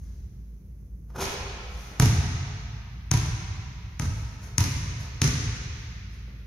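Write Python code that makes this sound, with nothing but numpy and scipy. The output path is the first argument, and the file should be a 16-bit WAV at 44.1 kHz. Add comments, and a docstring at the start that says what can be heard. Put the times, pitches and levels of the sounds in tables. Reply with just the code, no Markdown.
"""Ventilation rumbles in a large gym and clothes rustle as a player throws a basketball.
The ball drops through the net, tugging the cords and shaking the steel rim, bounces three times on a
sprung hardwood floor and is dribbled twice. Each bounce is a low thump, a sharp slap and a short ping
of the air in the ball; the near walls throw it back and the gym rings for two to three seconds.
Hands and shoes add soft pats and brushes."""
import sys
import numpy as np
from scipy import signal
from scipy.fft import rfft, irfft, next_fast_len
from scipy.io import wavfile
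from scipy.ndimage import map_coordinates

SR = 44100
rng = np.random.default_rng(int(sys.argv[2]) if len(sys.argv) > 2 else 0)


def wrap_up_sound(samples):
    """Save the sound to the file named by the first command line argument, as 16-bit audio."""
    columns = np.atleast_2d(samples).T
    # keep every value between -1 and 1, then stretch to whole-number steps
    tamed = np.clip(columns, -1, 1)
    steps = np.round(tamed * 32767).astype(np.int16)
    wavfile.write(sys.argv[1], SR, steps)


N = 284886
TIME = np.arange(N) / SR
BANDS_HZ = np.geomspace(80, 16000, 64)  # EQ points for the slap
LEAD_S = .004  # pre-roll ahead of each floor contact


def undb(db):
    """Decibels to gain."""
    return 10 ** (np.asarray(db) / 20)


def pan(db):
    """Left and right gains for a level difference, left minus right."""
    return undb(np.array([[db], [-db]]) / 2)


def along(hz, points, values):
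    """Values joined by straight lines on a log-frequency axis."""
    return np.interp(np.log(np.maximum(hz, 1)), np.log(points), values)


def bell(centre_hz, octaves):
    """A bell curve of height 1 across the slap's EQ points."""
    return np.exp(-(np.log2(BANDS_HZ / centre_hz) / octaves) ** 2)


def colour(x, spectrum, size=8192):
    """Minimum-phase EQ from rows of freq_hz, gain_db."""
    log_gain = np.log(undb(along(np.fft.rfftfreq(size, 1 / SR), *np.transpose(spectrum))))
    cepstrum = irfft(log_gain) * np.r_[1, np.full(size // 2 - 1, 2), np.zeros(size // 2)]
    response = irfft(np.exp(rfft(cepstrum)))[:size // 2]
    return np.apply_along_axis(lambda row: signal.oaconvolve(row, response)[:len(row)], -1, x)


def add(out, x, start_s):
    """Mix x into out from start_s on."""
    start = max(int(start_s * SR), 0)
    out[..., start:start + x.shape[-1]] += x[..., :max(out.shape[-1] - start, 0)]


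def ring(modes, t, t60_s):
    """Damped modes from rows of pitch_hz, level_db; every blow varies each by a decibel or so."""
    tones = sum(undb(db + rng.standard_normal()) * np.sin(2 * np.pi * hz * t) for hz, db in modes)
    return tones * np.exp(-np.log(1000) * t / t60_s)


def diffuse(count, apart_hz=1350):
    """Noise from all around on two close microphones: narrow in the bass, wide in the treble."""
    size = next_fast_len(count)
    mid, side = rfft(rng.standard_normal((2, size)))
    width = np.clip(np.fft.rfftfreq(size, 1 / SR) / apart_hz, .085, 1)
    left_right = np.array([mid + width * side, mid - width * side]) / np.hypot(1, width)
    return irfft(left_right, size)[:, :count]


def ventilation(rumble_db=-42.5, swell_db=2.5, swells_per_s=6.3):
    """Duct rumble whose bass swells and dips, under two faint fan tones."""
    # duct noise EQ: freq_hz, gain_db
    duct_eq = [(20, -23.5), (36, -10), (54, -2), (70, -3.5), (95, -13), (130, -10.5), (190, -19),
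               (280, -29.5), (420, -34), (700, -48.5), (1200, -52.5), (2500, -55), (5000, -89.5)]
    # fan hum: pitch_hz, rms_db
    fan_tones = [(54.7, -43), (190.5, -59)]
    rumble = colour(diffuse(N), duct_eq)
    hum = sum(np.sqrt(2) * undb(db) * np.sin(2 * np.pi * (hz * TIME + rng.random()))
              for hz, db in fan_tones)
    swell = map_coordinates(rng.standard_normal(size=128), [TIME * swells_per_s], mode="mirror")
    bass = signal.sosfiltfilt(signal.butter(2, 130, fs=SR, output="sos"), rumble)
    rumble = rumble + (undb(swell_db * swell) - 1) * bass
    return rumble / rumble.std() * undb(rumble_db) + hum


def hall(build_s=0.0094, bass_build_s=0.0181, early_db=4.0, early_s=0.0982):
    """The gym's reverb from one spot: reflections thicken, then die away, the top end first."""
    # diffuse tail: freq_hz, level_db, t60_s
    tail_bands = [(50, 15, 2.136), (86.7, 3.5, 3.5), (125, -12.5, 2.1), (177.3, 0.5, 1.31),
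                  (293.4, -2.5, 1.257), (417, 4, 1.715), (706, 1, 2.44), (1183, 3, 2.863), (2460, 5, 3.053),
                  (4123, 4.5, 2.555), (5998, -1.5, 1.844), (8540, -1.5, 1.245), (10990, -8.5, 0.86),
                  (15000, -6.5, 0.38)]
    t = TIME[:3 * SR]
    hz, s, cells = signal.stft(diffuse(len(t)), SR, nperseg=512)
    points, dbs, t60s = np.transpose(tail_bands)
    decay_rate = np.log(1000) / along(hz, points, t60s)[:, None]
    gain = undb(along(hz, points, dbs))[:, None] * np.sqrt(2 * decay_rate / SR)
    # small things nearby scatter the treble at once; the bass returns only from the walls
    wait_s = along(hz, [250, 1500], [bass_build_s, 1 / SR])[:, None]
    arrived = 1 - np.exp(-(s / wait_s) ** 2)
    tail = signal.istft(cells * gain * arrived * np.exp(-decay_rate * s), SR)[1][:, :len(t)]
    return tail * (1 - np.exp(-t / build_s)) * undb(early_db * np.exp(-t / early_s))


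def in_gym(x, direct_db, pan_db):
    """A small source, panned dry, plus its reverb."""
    return undb(direct_db) * pan(pan_db) * x + signal.fftconvolve(hall(), x[None], axes=1)[:, :N]


def bursts(cues, swell_s, fade_s, gain_db=0):
    """Give cues of peak_s, level_db one shared swell and fade."""
    return [(s, swell_s, fade_s, db + gain_db) for s, db in cues]


def rubbing(rows, grain_db):
    """Friction as bursts of dense uneven grains, from rows of peak_s, swell_s, fade_s, energy_db."""
    power = np.zeros(N)
    for s, swell, fade, db in rows:
        envelope = np.exp(2 * np.minimum((TIME - s) / swell, (s - TIME) / fade))
        power += undb(2 * db) / (SR * (swell + fade) / 2) * envelope
    noise = rng.standard_normal(N)
    grains = noise * undb(grain_db * np.repeat(rng.standard_normal(N // 32 + 1), 32)[:N])
    return np.sqrt(power) * grains / grains.std()


def player():
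    """Foley: clothes flap and rustle, shoes pad, palms meet the ball and slide on its skin."""
    # clothes moving with the throw and the walk: peak_s, level_db
    rustles = [(.05, -21.5), (1.82, -9), (4.17, -14), (5.8, -22)]
    # soft footfalls: peak_s, level_db
    steps = [(1.923, -5), (4.856, -9.5), (6.28, -17)]
    # palms on the ball: peak_s, level_db
    hands = [(4.438, -7.5), (5.01, -7.5), (5.56, -18), (6.134, -19)]
    # dull pat EQ: freq_hz, gain_db
    pat_eq = [(80, -16), (220, 10.5), (450, 7.5), (1000, 3.5), (2000, 4.5), (6000, -34)]
    # airy brush EQ: freq_hz, gain_db
    brush_eq = [(300, -14.5), (1500, -3), (3000, -1), (6000, 1), (11000, -6.5), (15500, -16.5)]
    palm, cloth = dict(swell_s=.0152, fade_s=.0415), dict(swell_s=.108, fade_s=.143)
    footfalls = bursts(steps, swell_s=.011, fade_s=.0207)
    pats = bursts(hands, **palm) + footfalls + bursts(rustles, **cloth, gain_db=-1.5)
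    brushes = bursts(hands, **palm, gain_db=-6) + bursts(rustles, **cloth)
    pat = colour(rubbing(pats, grain_db=5.5), pat_eq)
    brush = colour(rubbing(brushes, grain_db=1.5), brush_eq)
    return in_gym(undb(-4.5) * (pat + brush), direct_db=-3.0, pan_db=5.0)


def hoop():
    """The ball tugs the net, which shakes the rim; the cords whip as it slips out, then sway to rest."""
    # tugs on the net: peak_s, level_db
    tugs = [(1.103, -17.5), (1.162, 0), (1.189, 5), (1.213, 5), (1.27, -3)]
    # knock of the net, EQ: freq_hz, gain_db
    knock_eq = [(150, 10), (280, -0.5), (380, 9.5), (550, 3), (1000, 6.5), (1500, 2), (2500, -23.5),
                (5000, -38.5), (12000, -31)]
    # swish of the cords, EQ: freq_hz, gain_db
    swish_eq = [(300, -12), (1200, -4.5), (2500, 0.5), (4000, -4.5), (6300, -8), (8000, -9.5), (12500, -19),
                (15500, -30)]
    # steel rim, damped by the net: pitch_hz, level_db
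    rim_modes = [(345, 0.5), (390, 0.5), (485, -7), (696, 1), (1000, -13.5), (1265, -2), (1560, -18),
                 (2480, -6.5), (2545, -18)]
    # the rim's brackets, which sing on: pitch_hz, level_db
    bracket_modes = [(2478, -9.5), (2492, -2.5), (2548, -3.5)]
    t = TIME[:SR]
    tug = dict(swell_s=.008, fade_s=.017)
    whip = bursts([(1.213, 9.48)], swell_s=.0099, fade_s=.0485)
    sway = bursts([(1.3444, -4.5)], swell_s=.04, fade_s=.01)
    knock = rubbing(bursts(tugs, **tug), grain_db=4.5)
    swish = rubbing(bursts(tugs, **tug, gain_db=-11) + whip + sway, grain_db=3.5)
    steel = undb(-49.0) * ring(rim_modes, t, t60_s=.12) + undb(-63.5) * ring(bracket_modes, t, t60_s=.8)
    rim = signal.fftconvolve(knock, steel)[:N]
    basket = colour(knock, knock_eq) + rim + colour(swish, swish_eq)
    return in_gym(undb(-0.5) * basket, direct_db=-1.5, pan_db=-0.5)


def crack(t, decay_s, span_s=0.01085):
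    """A few milliseconds of tiny contacts, even in spectrum, with energy 1."""
    spectrum = rfft(rng.standard_normal(len(t)) * (t >= LEAD_S) * np.exp(-np.abs(t - LEAD_S) / decay_s))
    burst = irfft(spectrum / np.abs(spectrum), len(t)) * np.exp(-((t - LEAD_S) / span_s) ** 2)
    return burst / np.linalg.norm(burst)


def slap_eq(strength_db, sharp_db, snap_db, boost_db=18.5):
    """The slap's tone: a driven ball is sharper than a falling one, with less knock and more smack."""
    # rubber meeting varnished wood: freq_hz, gain_db
    contact_eq = [(80, -19.5), (250, 16), (450, -8.5), (620, 0), (900, 3), (1400, 2), (2100, 2.5),
                  (3200, -2.5), (4500, -3), (6400, -2), (10000, -6.5), (13000, -12.5), (15500, -27.5)]
    # knock of wood, smack of trapped air, snap of pebbled skin: centre_hz, width_octaves
    colours = [(850, 0.543), (5800, 0.64), (12000, 0.294)]
    knock_db, smack_db = -1.6 * sharp_db, 0.41 * sharp_db
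    bells_db = sum(db * bell(*band) for db, band in zip((knock_db, smack_db, snap_db), colours))
    contact_db = along(BANDS_HZ, *np.transpose(contact_eq))
    return np.c_[BANDS_HZ, strength_db + boost_db + sharp_db + contact_db + bells_db]


def floor_thump(age, strength_db, boards_db, boards_hz, length_s=0.0121, rise_s=0.00133):
    """The ball flattens and pushes the floor for about a cycle and a half, and the boards ring."""
    # sprung floorboards: pitch_ratio, level_db
    board_modes = [(.79, 3), (1, -1.5), (1.3, -1), (1.65, -8), (2.54, -10.5), (3.1, -5)]
    pitch_hz = 137.42 + 1.133 * strength_db  # a harder bounce stiffens the ball
    thump = np.sin(2 * np.pi * pitch_hz * age) * np.exp(-(age / length_s) ** 4.14)
    boards = undb(boards_db) * ring([(boards_hz * k, db) for k, db in board_modes], age, t60_s=.06)
    return (thump + boards) * (1 - np.exp(-age / rise_s))  # the soft ball takes a moment to load the floor


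def ball_ping(age):
    """The air inside the ball rings briefly."""
    # air cavity modes: pitch_hz, level_db
    air_modes = [(890, -7), (958, -1), (1300, -6.5), (1556, -11.5), (2130, -12.5), (2520, -12.5),
                 (3010, -12.5), (3700, -39.5)]
    return ring(air_modes, age, t60_s=.09)


def bounces(body_lag_s=0.000573, right_lag_s=.000025, beam_db=6, off_beam_db=-2.5, reverb_db=1.39):
    """Each floor hit layers slap, thump and ping; the near walls and then the hall answer."""
    # floor hits, with boards and ping relative to strength:
    # start_s, strength_db, sharp_db, snap_db, beam_hz, boards_db, boards_hz, ping_db, pan_db
    hits = [(1.9985, -8, -1.09, 0.5, 1390, -12, 244.2, -22.5, 0.92),
            (3.1144, -12.5, -0.5, -1.5, 5790, -16, 242.9, -21, 6.5),
            (3.9967, -19, -2, -3, 2090, -19.5, 411.5, -20.5, 6.2),
            (4.5815, -14, 1.87, 2, 5960, -25.5, 286.7, -17, 7.13),
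            (5.2173, -12.5, 3, -5, 3170, -17, 291.3, -28.5, 2.8)]
    # first wall echoes: delay_s, body_db, slap_db, pan_db
    echoes = [(0.024, -2.5, -7, -7), (0.0312, -7, -34, 13), (0.0589, -10.5, -8, -2)]
    # padded walls swallow the top: freq_hz, gain_db
    wall_eq = [(5000, -1), (15000, -7)]
    out, t = np.zeros((2, N)), TIME[:SR // 2]
    age = np.maximum(t - LEAD_S - body_lag_s, 0)
    for s, strength_db, sharp_db, snap_db, beam_hz, boards_db, boards_hz, ping_db, pan_db in hits:
        thump = floor_thump(age, strength_db, boards_db, boards_hz)
        body = undb(strength_db) * (thump + undb(ping_db) * ball_ping(age))
        tone = slap_eq(strength_db, sharp_db, snap_db)
        slap = colour(crack(t, decay_s=.001372), tone)
        # the closing gap under the ball beams one band of the slap at the microphones
        beam_eq = np.c_[BANDS_HZ, off_beam_db + beam_db * bell(beam_hz, octaves=.51)]
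        left, right = body + pan(pan_db) * colour(slap, beam_eq)
        start_s = s - LEAD_S
        add(out[0], left, start_s)
        add(out[1], right, start_s + right_lag_s)
        for delay_s, body_db, slap_db, side_db in echoes:
            # uneven walls smear the slap, differently on each side
            smear = np.array([crack(t, decay_s=.0026) for _ in out])
            slapback = colour(colour(smear, tone), wall_eq)
            add(out, undb(body_db) * body + undb(slap_db) * pan(side_db) * slapback, start_s + delay_s)
        add(out, signal.fftconvolve(hall() * undb(reverb_db), (body + slap)[None], axes=1), start_s)
    return out


def scene():
    """Ball, hoop and player over the room tone."""
    return bounces() + hoop() + player() + ventilation()


def record(dry, hiss_db=-75.0, top_hz=15700):
    """The microphones add hiss and their own colour; the recorder clips at full scale and cuts the top."""
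    # deep bass rolls off, the ports resonate near 6 kHz and cancel near 8 kHz: freq_hz, left_db, right_db
    mic_eq = [(22, -15.5, -19), (41, -6.5, -4.5), (55.14, -0.5, 0), (300, -0.5, 0), (3210, -2.5, -2.5),
              (4753, -1, 1.5), (5803, 6, 9), (6385, 13.5, 1), (7023, 0, -1.5), (8170, -9.5, -11.5),
              (9150, 2.5, -2), (10666, 5, 9), (14600, 5, 6), (15900, 2.5, -6)]
    hz, *responses = np.transpose(mic_eq)
    hissy = dry + undb(hiss_db) * rng.standard_normal(dry.shape)
    heard = np.array([colour(x, np.c_[hz, db]) for x, db in zip(hissy, responses)])
    top_cut = signal.ellip(8, .2, 70, top_hz, fs=SR, output="sos")
    return signal.sosfilt(top_cut, np.clip(heard, -1, 1))


dry = scene()
out = record(dry)
wrap_up_sound(out)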